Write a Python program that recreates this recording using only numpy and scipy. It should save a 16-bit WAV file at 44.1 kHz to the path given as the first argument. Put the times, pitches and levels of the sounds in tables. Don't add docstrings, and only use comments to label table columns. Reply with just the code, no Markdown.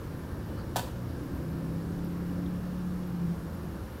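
import sys
import numpy as np
from scipy import signal
from scipy.io import wavfile

SR = 44100
rng = np.random.default_rng(int(sys.argv[2]) if len(sys.argv) > 2 else 0)


def file_out(sig):
    cols = np.atleast_2d(sig).T
    lim = np.clip(cols, -1, 1)
    pcm = np.round(lim * 32767).astype(np.int16)
    wavfile.write(sys.argv[1], SR, pcm)


N = 176400
T = np.arange(N) / SR

# time_s, firing_rate_hz
FIRING_RATE = [(0, 25.5), (0.5, 27.2), (1.0, 30.2), (1.25, 31.5), (1.6, 32.8), (2.05, 34.5), (2.3, 34.9),
               (2.55, 35.55), (2.85, 35.95), (3.07, 35.8), (3.3, 33.8), (3.5, 32.0), (4.0, 29.7)]
# time_s, level_db
NOTE_LEVEL = [(0, -52.5), (0.45, -46.5), (0.75, -43.5), (1.3, -45.5), (1.9, -46), (2.3, -47), (2.7, -46.5),
              (3.05, -54.5), (3.3, -49.5), (3.5, -55), (4.0, -53.5)]
NOTE_TONES = {2: -9, 3: -5.5, 4: 0, 6: 0.36}
# time_s, level_db
DRONE_LEVEL = [(0, -50), (0.55, -49), (0.95, -53.5), (1.2, -46.5), (1.75, -44.5), (2.1, -45.5),
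               (2.42, -45.5), (2.6, -53.5), (3.3, -54.5), (4.0, -71)]
DRONE_TONES = {7: -16.5, 8: 0, 9: -4.5, 10: -13}
# time_s, level_db
BOOM_LEVEL = [(0, -49), (0.9, -53), (1.15, -50), (1.45, -43), (1.68, -36), (1.9, -36.5), (2.15, -37.5),
              (2.4, -34), (2.9, -35.5), (3.12, -35.5), (3.24, -31.5), (3.33, -31.5), (3.39, -48),
              (3.6, -45), (4.0, -61)]
# time_s, level_db
BURBLE_LEVEL = [(0, -52.5), (3.05, -60), (3.27, -35.5), (3.42, -45.5), (3.68, -42), (3.85, -53.5),
                (4.0, -73)]
# start_s, thud_db, crack_db
CONTACTS = [(0.7594, -18, -28), (0.7647, -41, -24), (0.7662, -34, -28.5), (0.7699, -33, -33.5),
            (0.7885, -49, -38), (0.7945, -29, -29)]
# pitch_hz, gain_db, fade_s
OBJECT_TONES = [(475, -23, 0.021), (652, 2.5, 0.013), (810, 2.5, 0.016), (900, -18, 0.15),
                (967, -16.5, 0.12), (1497, -22.5, 0.13), (1738, -23, 0.06), (2960, -34, 0.074),
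                (3500, -26, 0.092), (3680, -28, .14), (4470, -37, 0.12)]
# frequency_hz, relative_db_per_hz
CRACK_COLOUR = [(200, 0), (450, 9), (850, 2), (1200, -5), (1600, 3), (2150, -9), (3000, 0.5), (3800, -1),
                (5500, -7.5), (8000, -7.5), (10000, -7.5), (12000, -10.5), (14000, -8.5), (16000, -23)]
# delay_s, gain_db
WALL_ECHOES = [(0.0166, -10), (0.0292, -8), (0.0345, -13)]
# peak_s, level_db, pitch_hz, half_length_s
GROUND_TICKS = [(0.59, -49.5, 1260, 0.018), (0.598, -60.5, 4400, 0.034), (0.878, -44, 970, 0.012),
                (1.165, -68, 5000, 0.016), (1.36, -64, 12600, .02), (2.048, -58, 12600, 0.008),
                (2.299, -57, 3120, 0.0034), (2.463, -55.5, 3600, 0.0035), (2.567, -54, 2400, 0.0022),
                (3.036, -61, 3500, .004), (3.076, -54, 12700, .003), (3.549, -62, 12600, .006)]
# frequency_hz, relative_db_per_hz
TRAFFIC_COLOUR = [(20, -10), (35, -4), (45, -14), (60, 1), (78, 2.5), (95, -3.5), (130, -3.5), (200, -6.5),
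                  (240, -8), (330, -5.5), (410, -12), (530, -11.5), (660, -20.5), (950, -19), (1200, -20.5),
                  (1650, -24), (2100, -31.5), (2500, -33.5), (3000, -35.5), (5000, -36.5), (7000, -42),
                  (9500, -42.5), (12000, -38.5), (16000, -43.5)]
# time_s, level_db
RUMBLE_LEVEL = [(0, -38), (0.35, -39.5), (1.4, -38.5), (2.2, -39), (3.0, -40), (3.8, -39), (4.0, -43)]
# peak_s, level_db, pitch_hz, half_length_s
RUMBLE_SWELLS = [(0.325, -31.5, 72, 0.017), (0.63, -38, 62.4, 0.05), (0.77, -38.5, 116, 0.055),
                 (1.23, -47, 275, 0.041), (1.36, -41, 75.6, 0.047), (2.4, -40, 77, 0.11),
                 (2.43, -39, 296, 0.051), (2.65, -42.5, 112, 0.082), (3.53, -38, 72, 0.016),
                 (3.84, -37, 69, 0.028)]
# pitch_hz, level_db
THIN_WHINES = [(1573, -70), (1631, -83.5), (2790, -79.5), (2980, -77.5), (5540, -82.5), (10450, -79),
               (11630, -77), (13390, -83)]


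def engine(boom_multiple=5, boom_waver_db=0.8):
    phase = 2 * np.pi * np.cumsum(curve(FIRING_RATE)) / SR
    note = from_db(curve(NOTE_LEVEL)) * exhaust_tones(phase, NOTE_TONES, waver_rad=0.34)
    drone = from_db(curve(DRONE_LEVEL)) * exhaust_tones(phase, DRONE_TONES, waver_rad=0.46)
    boom_db = curve(BOOM_LEVEL) + boom_waver_db * drift(1.2)
    boom = from_db(boom_db) * np.sin(boom_multiple * phase)
    burble = from_db(curve(BURBLE_LEVEL)) * band_noise(low_hz=162.9, high_hz=210.3)
    return np.sqrt(2) * (note + drone + boom) + burble


def exhaust_tones(phase, tones, waver_rad, waver_db=2):
    sound = 0
    for multiple, db in tones.items():
        gain = from_db(db + waver_db * drift(1.94))
        offset = rng.uniform(0, 2 * np.pi) + waver_rad * drift(5.3)
        sound += gain * np.sin(multiple * phase + offset)
    return sound


def knock(thud_tail_db=-10):
    clicks, crack_level = np.zeros(N), np.zeros(N)
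    for start_s, thud_db, crack_db in CONTACTS:
        clicks[int(start_s * SR)] += from_db(thud_db)
        crack_level += from_db(crack_db) * fade(start_s, fade_s=0.013)
    thud = sum((-1) ** (k + 1) * from_db(db) * ring(clicks, hz, fade_s)
               for k, (hz, db, fade_s) in enumerate(OBJECT_TONES))
    echoes = sum(from_db(db) * np.interp(T - delay_s, T, thud) for delay_s, db in WALL_ECHOES)
    tail_level = wall_tail()
    yard_echo = (tail_level * rng.standard_normal(N))[:SR]
    yard_echo /= np.linalg.norm(yard_echo)
    thud_tail = from_db(thud_tail_db) * signal.fftconvolve(thud, yard_echo)[:N]
    crack_noise = sum(noise for hz, noise in noise_bands(CRACK_COLOUR, low_hz=190))
    crack_tail = np.interp(T - CONTACTS[0][0], T, tail_level)
    return thud + echoes + thud_tail + crack_noise * np.hypot(crack_level, crack_tail)


def wall_tail(delay_s=0.0036, build_s=0.0025):
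    build = 1 - np.exp(-np.maximum(T - delay_s, 0) / build_s)
    early = from_db(-29) * fade(delay_s, fade_s=0.08)
    late = from_db(-34.5) * fade(delay_s, fade_s=0.37)
    return build * np.hypot(early, late)


def noise_puffs(rows, spread):
    sound = 0
    for peak_s, db, hz, half_length_s in rows:
        bump = np.exp(-((T - peak_s) / half_length_s) ** 2)
        sound += from_db(db) * bump * band_noise(hz / spread, hz * spread)
    return sound


def traffic(rumble_below_hz=660, rumble_waver_db=1.53, hiss_db=-40, hiss_waver_db=0.64):
    rumble_db, sound = curve(RUMBLE_LEVEL), 0
    for hz, noise in noise_bands(TRAFFIC_COLOUR, low_hz=22.6):
        if hz < rumble_below_hz:
            sound += noise * from_db(rumble_db + rumble_waver_db * drift(4.8))
        else:
            sound += noise * from_db(hiss_db + hiss_waver_db * drift(4.8))
    return sound


def whines(spread=0.0018):
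    return sum(from_db(db) * band_noise(hz * (1 - spread), hz * (1 + spread)) for hz, db in THIN_WHINES)


def from_db(db):
    return 10 ** (np.asarray(db) / 20)


def unit_level(x):
    return x / np.sqrt(np.mean(x ** 2) + 1e-20)


def curve(rows):
    return np.interp(T, *np.transpose(rows))


def drift(rate_hz):
    step, warm_up = 40, 2000
    decay = np.exp(-2 * np.pi * rate_hz * step / SR)
    noise = rng.standard_normal(N // step + warm_up + 2)
    slow = signal.lfilter([1], [1, -2 * decay, decay ** 2], noise)[warm_up:]
    return np.interp(np.arange(N) / step, np.arange(len(slow)), unit_level(slow))


def band_noise(low_hz, high_hz):
    band = signal.butter(4, [low_hz, min(high_hz, 0.45 * SR)], "band", fs=SR, output="sos")
    return unit_level(signal.sosfilt(band, rng.standard_normal(N + SR // 4))[-N:])


def noise_bands(colour, low_hz):
    edges = low_hz * 2 ** np.arange(0, np.log2(20000 / low_hz), 1 / 3)
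    centres = np.sqrt(edges[1:] * edges[:-1])
    hz, db = np.transpose(colour)
    gains = from_db(np.interp(np.log(centres), np.log(hz), db)) * np.sqrt(np.diff(edges))
    gains /= np.linalg.norm(gains)
    return [(centre, gain * band_noise(low, high))
            for centre, gain, low, high in zip(centres, gains, edges, edges[1:])]


def fade(start_s, fade_s):
    return (T >= start_s) * 1000.0 ** (-np.maximum(T - start_s, 0) / fade_s)


def ring(clicks, hz, fade_s):
    decay = np.exp(-np.log(1000) / (fade_s * SR))
    angle = 2 * np.pi * hz / SR
    return signal.lfilter([0, np.sin(angle)], [1, -2 * decay * np.cos(angle), decay ** 2], clicks + 1e-18)


def scene():
    background = traffic() + noise_puffs(RUMBLE_SWELLS, spread=1.133)
    mix = engine() + knock() + noise_puffs(GROUND_TICKS, spread=1.096) + whines() + background
    return mix[None]


def record(dry, cutoff_hz=15800):
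    return signal.sosfilt(signal.ellip(12, 0.1, 80, cutoff_hz, fs=SR, output="sos"), dry)


dry = scene()
out = record(dry)
file_out(out)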